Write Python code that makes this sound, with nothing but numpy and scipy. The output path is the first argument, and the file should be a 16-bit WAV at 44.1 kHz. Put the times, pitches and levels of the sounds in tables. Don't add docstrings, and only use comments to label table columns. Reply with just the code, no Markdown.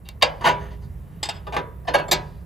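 import sys
import numpy as np
from scipy import signal
from scipy.fft import rfft, irfft, next_fast_len
from scipy.io import wavfile
from scipy.ndimage import uniform_filter1d

SR = 44100
rng = np.random.default_rng(int(sys.argv[2]) if len(sys.argv) > 2 else 0)


def wav_record(signal):
    frames = np.transpose(np.atleast_2d(signal))
    bounded = np.clip(frames, -1, 1)
    quanta = np.round(bounded * 32767).astype(np.int16)
    wavfile.write(sys.argv[1], SR, quanta)


def boost_factor(decibels):
    exponent = np.asarray(decibels, float) / 20
    return 10 ** exponent


N = 108045

# [s, dB, dB, dB, s]
KNOCKS = [(0.0881, -72, -50.5, -42, 0.00017), (0.2217, -37, -19, -20, 0.002),
          (0.2254, -24, -15.5, -15, 0.002), (0.409, -35, -41, -47.5, 0.03), (0.707, -60.5, -51, -58, 0.037),
          (1.2288, -53, -33.5, -22, 0.0083), (1.253, -47, -36.5, -36, 0.0081),
          (1.288, -44.5, -32.5, -26, 0.0087), (1.468, -33, -43.5, -53, .01),
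          (1.523, -33.5, -35.5, -42, 0.023), (1.565, -23.5, -26, -32, 0.004),
          (1.85, -50.5, -64, -70, 0.0023), (1.885, -37, -45, -52, .005), (1.942, -19, -29, -31, 0.0065),
          (2.082, -33.5, -64, -44, 0.00643), (2.112, -27, -25, -12.5, 0.0039),
          (2.117, -22.5, -21, -11, 0.011)]
# [s, dB, dB, dB, s]
GRINDS = [(0.044, -65, -52.5, -58.5, 0.03), (0.21, -53, -38, -58, 0.0074),
          (0.433, -18.5, -13, -25.5, 0.049), (0.567, -41, -46, -54, 0.088), (0.808, -68, -65, -54.5, 0.038),
          (0.88, -75, -50.5, -61, 0.59), (1.33, -51.5, -44.5, -64, 0.034), (1.536, -31, -50, -47, 0.014),
          (1.572, -31.5, -43.5, -57, .02), (1.87, -27.5, -27, -41, 0.019),
          (1.933, -21.5, -21.5, -28, 0.019), (1.972, -28, -32, -66, 0.029)]


def chatter():
    clicks_per_s, click_spread_db = 4000, 4
    first_blow = 2.16
    t = np.arange(N) / SR
    clicks = (rng.random(N) < clicks_per_s / SR) * rng.choice([-1, 1], N)
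    clicks = clicks * boost_factor(click_spread_db * rng.standard_normal(N))
    shapes = [(start, .0006, length, .8) for start, *_, length in KNOCKS]
    shapes += [(start, .45 * length, length, 0) for start, *_, length in GRINDS]
    rows = []
    for start, rise, length, sag in shapes:
        release = .002 + min(.33 * length, .07)
        press = np.clip((t - start) / rise, 0, 1) ** 1.3
        let_go = np.exp(-np.clip((t - start - length) / release, 0, 40))
        weaken = np.exp(-sag * np.clip((t - start) / length, 0, 1))
        blow = first_blow * (np.arange(N) == int((start + rise) * SR))
        rows.append(clicks * press * let_go * weaken + blow)
    rows = np.array(rows)
    return rows / np.sqrt(np.sum(rows ** 2, axis=1, keepdims=True))


def ring(force, hz, t60):
    r, w = boost_factor(-60 / (max(t60, .005) * SR)), 2 * np.pi * hz / SR
    return signal.lfilter([0, np.sin(w)], [1, -2 * r * np.cos(w), r * r], force + 1e-18)


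def body(forces, strength_db, modes):
    spread_db = 1.5 * rng.standard_normal((len(forces), len(modes)))
    size = next_fast_len(N)
    power = np.abs(rfft(forces, size)) ** 2
    power = uniform_filter1d(power, size=int(15 * N / SR) + 1, axis=1)
    out = 0
    for k, (hz, db, t60) in enumerate(modes):
        share = np.sqrt(power[:, int(hz * size / SR)] + .03)
        gains = boost_factor(strength_db + db + spread_db[:, k]) / share
        out = out + ring(gains @ forces, hz, t60)
    return out


def as_modes(peaks):
    modes = []
    for hz, width, db in peaks:
        t60 = min(2.21 * np.log(1000) / (np.pi * width), 480 / hz)
        modes.append((hz, db + 20 * np.log10(width / 40), t60))
    return modes


# [Hz, Hz, dB]
PULLED = [(595, 70, -8.5), (1080, 43, -5.5), (2293, 51, 1.5), (2761, 48, 1), (3450, 25, -17.5),
          (3730, 76, -2), (4505, 110, -12.5), (4650, 29, -14), (5930, 31, -19), (10000, 24, -27),
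          (10740, 73, -37.5), (14600, 120, -48), (15500, 97, -43.5)]
LIFTED = [(841.6, 26, -2.5), (957, 49, 3), (1470, 59, -1.5), (1792, 96, -5.5), (2316, 21, -7),
          (2834, 63, -18.5), (3700, 40, -23), (4330, 72, -18.5), (4880, 28, -14.5), (6300, 66, -16.5),
          (7160, 75, -29), (10530, 78, -20), (11900, 28, -24), (14980, 130, -29)]
TAPPED = [(873, 109, -4), (2118, 170, -14.5), (3040, 73, -2), (3400, 28, -0.5), (3650, 33, -1),
          (4396, 50, -7), (5000, 78, -1), (5000, 66, -8), (7406, 39, -9), (7740, 94, -5), (7400, 29, -15),
          (10500, 56, -15), (11500, 49, -27), (14300, 50, -21)]
SEATED = [(829, 53, 4.5), (1530, 37, -10.5), (1777, 39, -6), (2444, 59, -12.5), (2690, 47, -12.5),
          (3170, 25, -22), (3460, 53, -14.5), (3670, 57, -15), (5120, 65, -26), (7050, 120, -33),
          (11200, 220, -33), (11300, 71, -29)]
LOADED = [(560, 26, -12), (737, 27, 7), (1003, 33, 3.5), (1480, 29, -12.5), (1787, 51, -1), (2160, 26, -20),
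          (2520, 28, -12), (2920, 30, -13), (4280, 39, -9), (5050, 43, -10), (7250, 110, -38),
          (10330, 130, -29)]
SLIPPED = [(570, 44, 2.5), (850, 54, -2.5), (1237, 40, -12), (1644, 110, -4), (2253, 56, -9),
           (2830, 40, -20), (3180, 26, -26), (4370, 65, -14), (4880, 28, -28), (6140, 50, -37),
           (10800, 43, -37), (11200, 32, -16), (15100, 34, -39.5)]
CAUGHT = [(573, 29, -12.5), (2244, 32, -4.5), (3150, 41, -15), (3550, 32, -6.5), (4200, 33, -20.5),
          (4300, 46, -4.5), (4800, 26, -11), (6870, 28, -25), (7400, 44, -4.5), (8300, 49, -27),
          (9600, 46, -7), (12300, 32, -3), (14270, 79, -25), (15500, 46, -32)]
STAGE_ENDS_S = [
    .4,
    1.2,
    1.4,
    1.8,
    1.93,
    2.05,
]
STAGE_RING_DB = [-9.5, -7.5, -11, -7, -8.5, -4.5, -8.5]
STAGE_SLOW_DB = [-1.5, 7, 10, 0, -4, -3, -0.5]
# [Hz, dB, s]
SLOW_RINGS = [(408, -26, 1), (519, -26, .5), (976, -17, .25), (977, -13.5, 0.46), (1550, -30.5, .4),
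              (3530, -38, 0.52), (6460, -42, 0.21)]


def clear_rings(forces, starts, lengths, strengths):
    whole_db = 10 * np.log10(sum(boost_factor(db) ** 2 for db in strengths))
    stage = np.where(lengths < .2, np.searchsorted(STAGE_ENDS_S, starts), -1)
    clear = 0
    for k, peaks in enumerate([PULLED, LIFTED, TAPPED, SEATED, LOADED, SLIPPED, CAUGHT]):
        now = stage == k
        clear = clear + body(forces[now], whole_db[now] + STAGE_RING_DB[k], as_modes(peaks))
    slow_db = strengths[0] + np.take(STAGE_SLOW_DB, stage)
    clear = clear + body(forces[stage >= 0], slow_db[stage >= 0], SLOW_RINGS)
    return high_pass(clear, 4, 226)


def high_pass(sound, order, hz):
    return signal.sosfilt(signal.butter(order, hz, "high", fs=SR, output="sos"), sound)


def dry_contact(forces, lengths, strengths):
    brief_db = 8.5 - 20 * np.log10(lengths / .0015)
    tick = high_pass(boost_factor(strengths[2] + brief_db) @ forces, 2, 1100)
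    rasp = high_pass(boost_factor(strengths[1] - 17.5) @ forces, 4, 9500)
    return tick + rasp


# [Hz, dB, s]
CHASSIS = [
    (152.9, -1, 0.87),
    (151.6, -11, 0.44),
]


def chassis_beam(forces, strengths):
    return ring(body(forces, strengths[0] - 23.5, CHASSIS), 170.0, 0.29) * 0.0077


# [Hz, dB]
FRAME_CROWD = [(180, -21.5), (300, -8), (550, 5.5), (800, 4.5), (1100, 2), (1400, 5), (2200, -14)]
SCREW_CROWD = [(800, 3.5), (1400, 2), (2200, 4), (3000, 11), (4200, -4.5), (6000, -5.5)]
WRENCH_CROWD = [(2000, -3.5), (3200, 0.5), (4400, 10), (6300, -3), (7700, 5.5), (9500, 2), (12000, -27),
                (16000, 8)]
# [Hz, s]
CROWD_T60 = [(250, 0.38), (1000, 0.38), (3000, 0.14), (7000, 0.084), (16000, 0.021)]


def crowd(forces, strengths):
    colours = [FRAME_CROWD, SCREW_CROWD, WRENCH_CROWD]
    t, size, out = np.arange(SR) / SR, next_fast_len(N + SR), 0
    edges = 160 * 2 ** (np.arange(21) / 3)
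    for low, high in zip(edges, edges[1:]):
        hz = np.sqrt(low * high)
        decay = boost_factor(-60 * t / at_hz(CROWD_T60, hz))
        decay += boost_factor(6 - 60 * t * hz / 61.2)
        decay += boost_factor(-21.5 - 7 * np.log2(hz / 1000) - 60 * t / .86)
        noise = stereo_band(rng.standard_normal((2, SR)), low, high)
        answer = decay * noise / np.sqrt(hz / 40)
        power = 0
        for db, colour in zip(strengths, colours):
            power = power + boost_factor(db + at_hz([(28, -96.5), *colour, (20000, -77)], hz)) ** 2
        gains = np.sqrt(power) * boost_factor(8 + 1.5 * rng.standard_normal(len(forces)))
        out = out + rfft(gains @ forces, size) * rfft(answer, size)
    return irfft(out, size)[:, :N]


def jack():
    forces = chatter()
    starts, *strengths, lengths = np.transpose([*KNOCKS, *GRINDS])
    clear = clear_rings(forces, starts, lengths, strengths)
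    touch = dry_contact(forces, lengths, strengths)
    return clear + touch + chassis_beam(forces, strengths) + crowd(forces, strengths)


def at_hz(points, hz):
    return np.interp(np.log(hz), np.log(np.array(points)[:, 0]), np.array(points)[:, 1])


def rms_one(x):
    return x / np.sqrt(np.mean(x ** 2) + 1e-20)


def drift(rate):
    r = np.exp(-80 * np.pi * rate / SR)
    slow = signal.lfilter([1], [1, -2 * r, r * r], rng.standard_normal(N // 40 + 2002))
    slow = slow[2000:]
    return np.interp(np.arange(N) / 40, np.arange(len(slow)), rms_one(slow))


# [Hz, 0 to 1]
LIKENESS = [(30, .97), (100, .9), (300, .75), (1000, .45), (2500, .93), (5000, .97), (8000, .97)]


def stereo_band(white, low, high):
    band = signal.butter(2, [low, high], "band", fs=SR, output="sos")
    mid, side = signal.sosfilt(band, white)
    alike = np.clip(at_hz(LIKENESS, np.sqrt(low * high)), 0, 1)
    return np.sqrt(1 + alike) * mid + np.sqrt(1 - alike) * side * [[1], [-1]]


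def banded_noise(spectrum, patchy_db):
    out, together, edges = 0, drift(3.0), 22 * 2 ** np.arange(0, 9.8, .5)
    white = rng.standard_normal((2, 2, N))
    for k, (low, high) in enumerate(zip(edges, edges[1:])):
        flicker_db = patchy_db * (0.7 * together + drift(16))
        gain = boost_factor(at_hz(spectrum, np.sqrt(low * high)) + flicker_db)
        out = out + gain * stereo_band(white[k % 2], low, high)
    return rms_one(out)


# [Hz, dB per Hz]
RUMBLE = [(15, -51), (25, -28), (52, -0.5), (141, -6.5), (168, -1.5), (227, -52), (251, -35.5), (325, -28),
          (400, -22.5), (520, -62), (880, -120)]
# [s, dB]
ENGINE_SWELL = [
    (0, -3.5),
    (.6, 4),
    (1.2, 0),
    (1.8, -0.5),
    (2.1, 4),
    (2.45, -0.5),
]


def engine():
    turn = 2 * np.pi * np.cumsum(62.5 * (1 + 0.056 * drift(5.0))) / SR
    swell = boost_factor(np.interp(np.arange(N) / SR, *np.transpose(ENGINE_SWELL)))
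    rumble = boost_factor(-43.5) * banded_noise([*RUMBLE, (800, -57.5)], patchy_db=.8)
    firing = boost_factor(-47 + 2.5 * drift(4.5)) * np.sin(turn)
    return swell * (rumble + firing)


# [Hz, dB per Hz]
AIR = [(300, 3), (700, -2.5), (1500, -8), (3000, -27), (5000, -35), (8000, -35), (11000, -11.5),
       (16000, -25.5)]


def yard_air():
    return boost_factor(-57) * banded_noise(AIR, patchy_db=-1.0)


def scene():
    return jack() + engine() + yard_air()


def band_limit(x):
    return signal.sosfilt(signal.butter(12, 16390, fs=SR, output="sos"), x)


# [Hz, rad]
LEAD = [(250, 0), (780, 1.2), (1030, .8), (1400, 2.2), (1850, 0), (7500, -.3), (10900, -5.9),
        (15200, -12.6)]
# [Hz, dB]
LEAN = [(60, -3.2), (300, -3.2), (600, -.2), (1200, -.8), (3000, .4), (12000, -.1)]


def record(dry):
    size = next_fast_len(N + 2048)
    hz = np.arange(size // 2 + 1) * SR / size + 1e-3
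    half = boost_factor(at_hz(LEAN, hz) / 2) * np.exp(.5j * np.interp(hz, *np.transpose(LEAD)))
    ports = irfft(rfft(dry, size) * [half, 1 / half], size)[:, :N]
    rounded = 1.887 * np.tanh(ports / 1.222)
    cut = signal.sosfilt(signal.cheby2(12, 60, 16200, fs=SR, output="sos"), rounded)
    return band_limit(cut)


dry = scene()
out = record(dry)
wav_record(out)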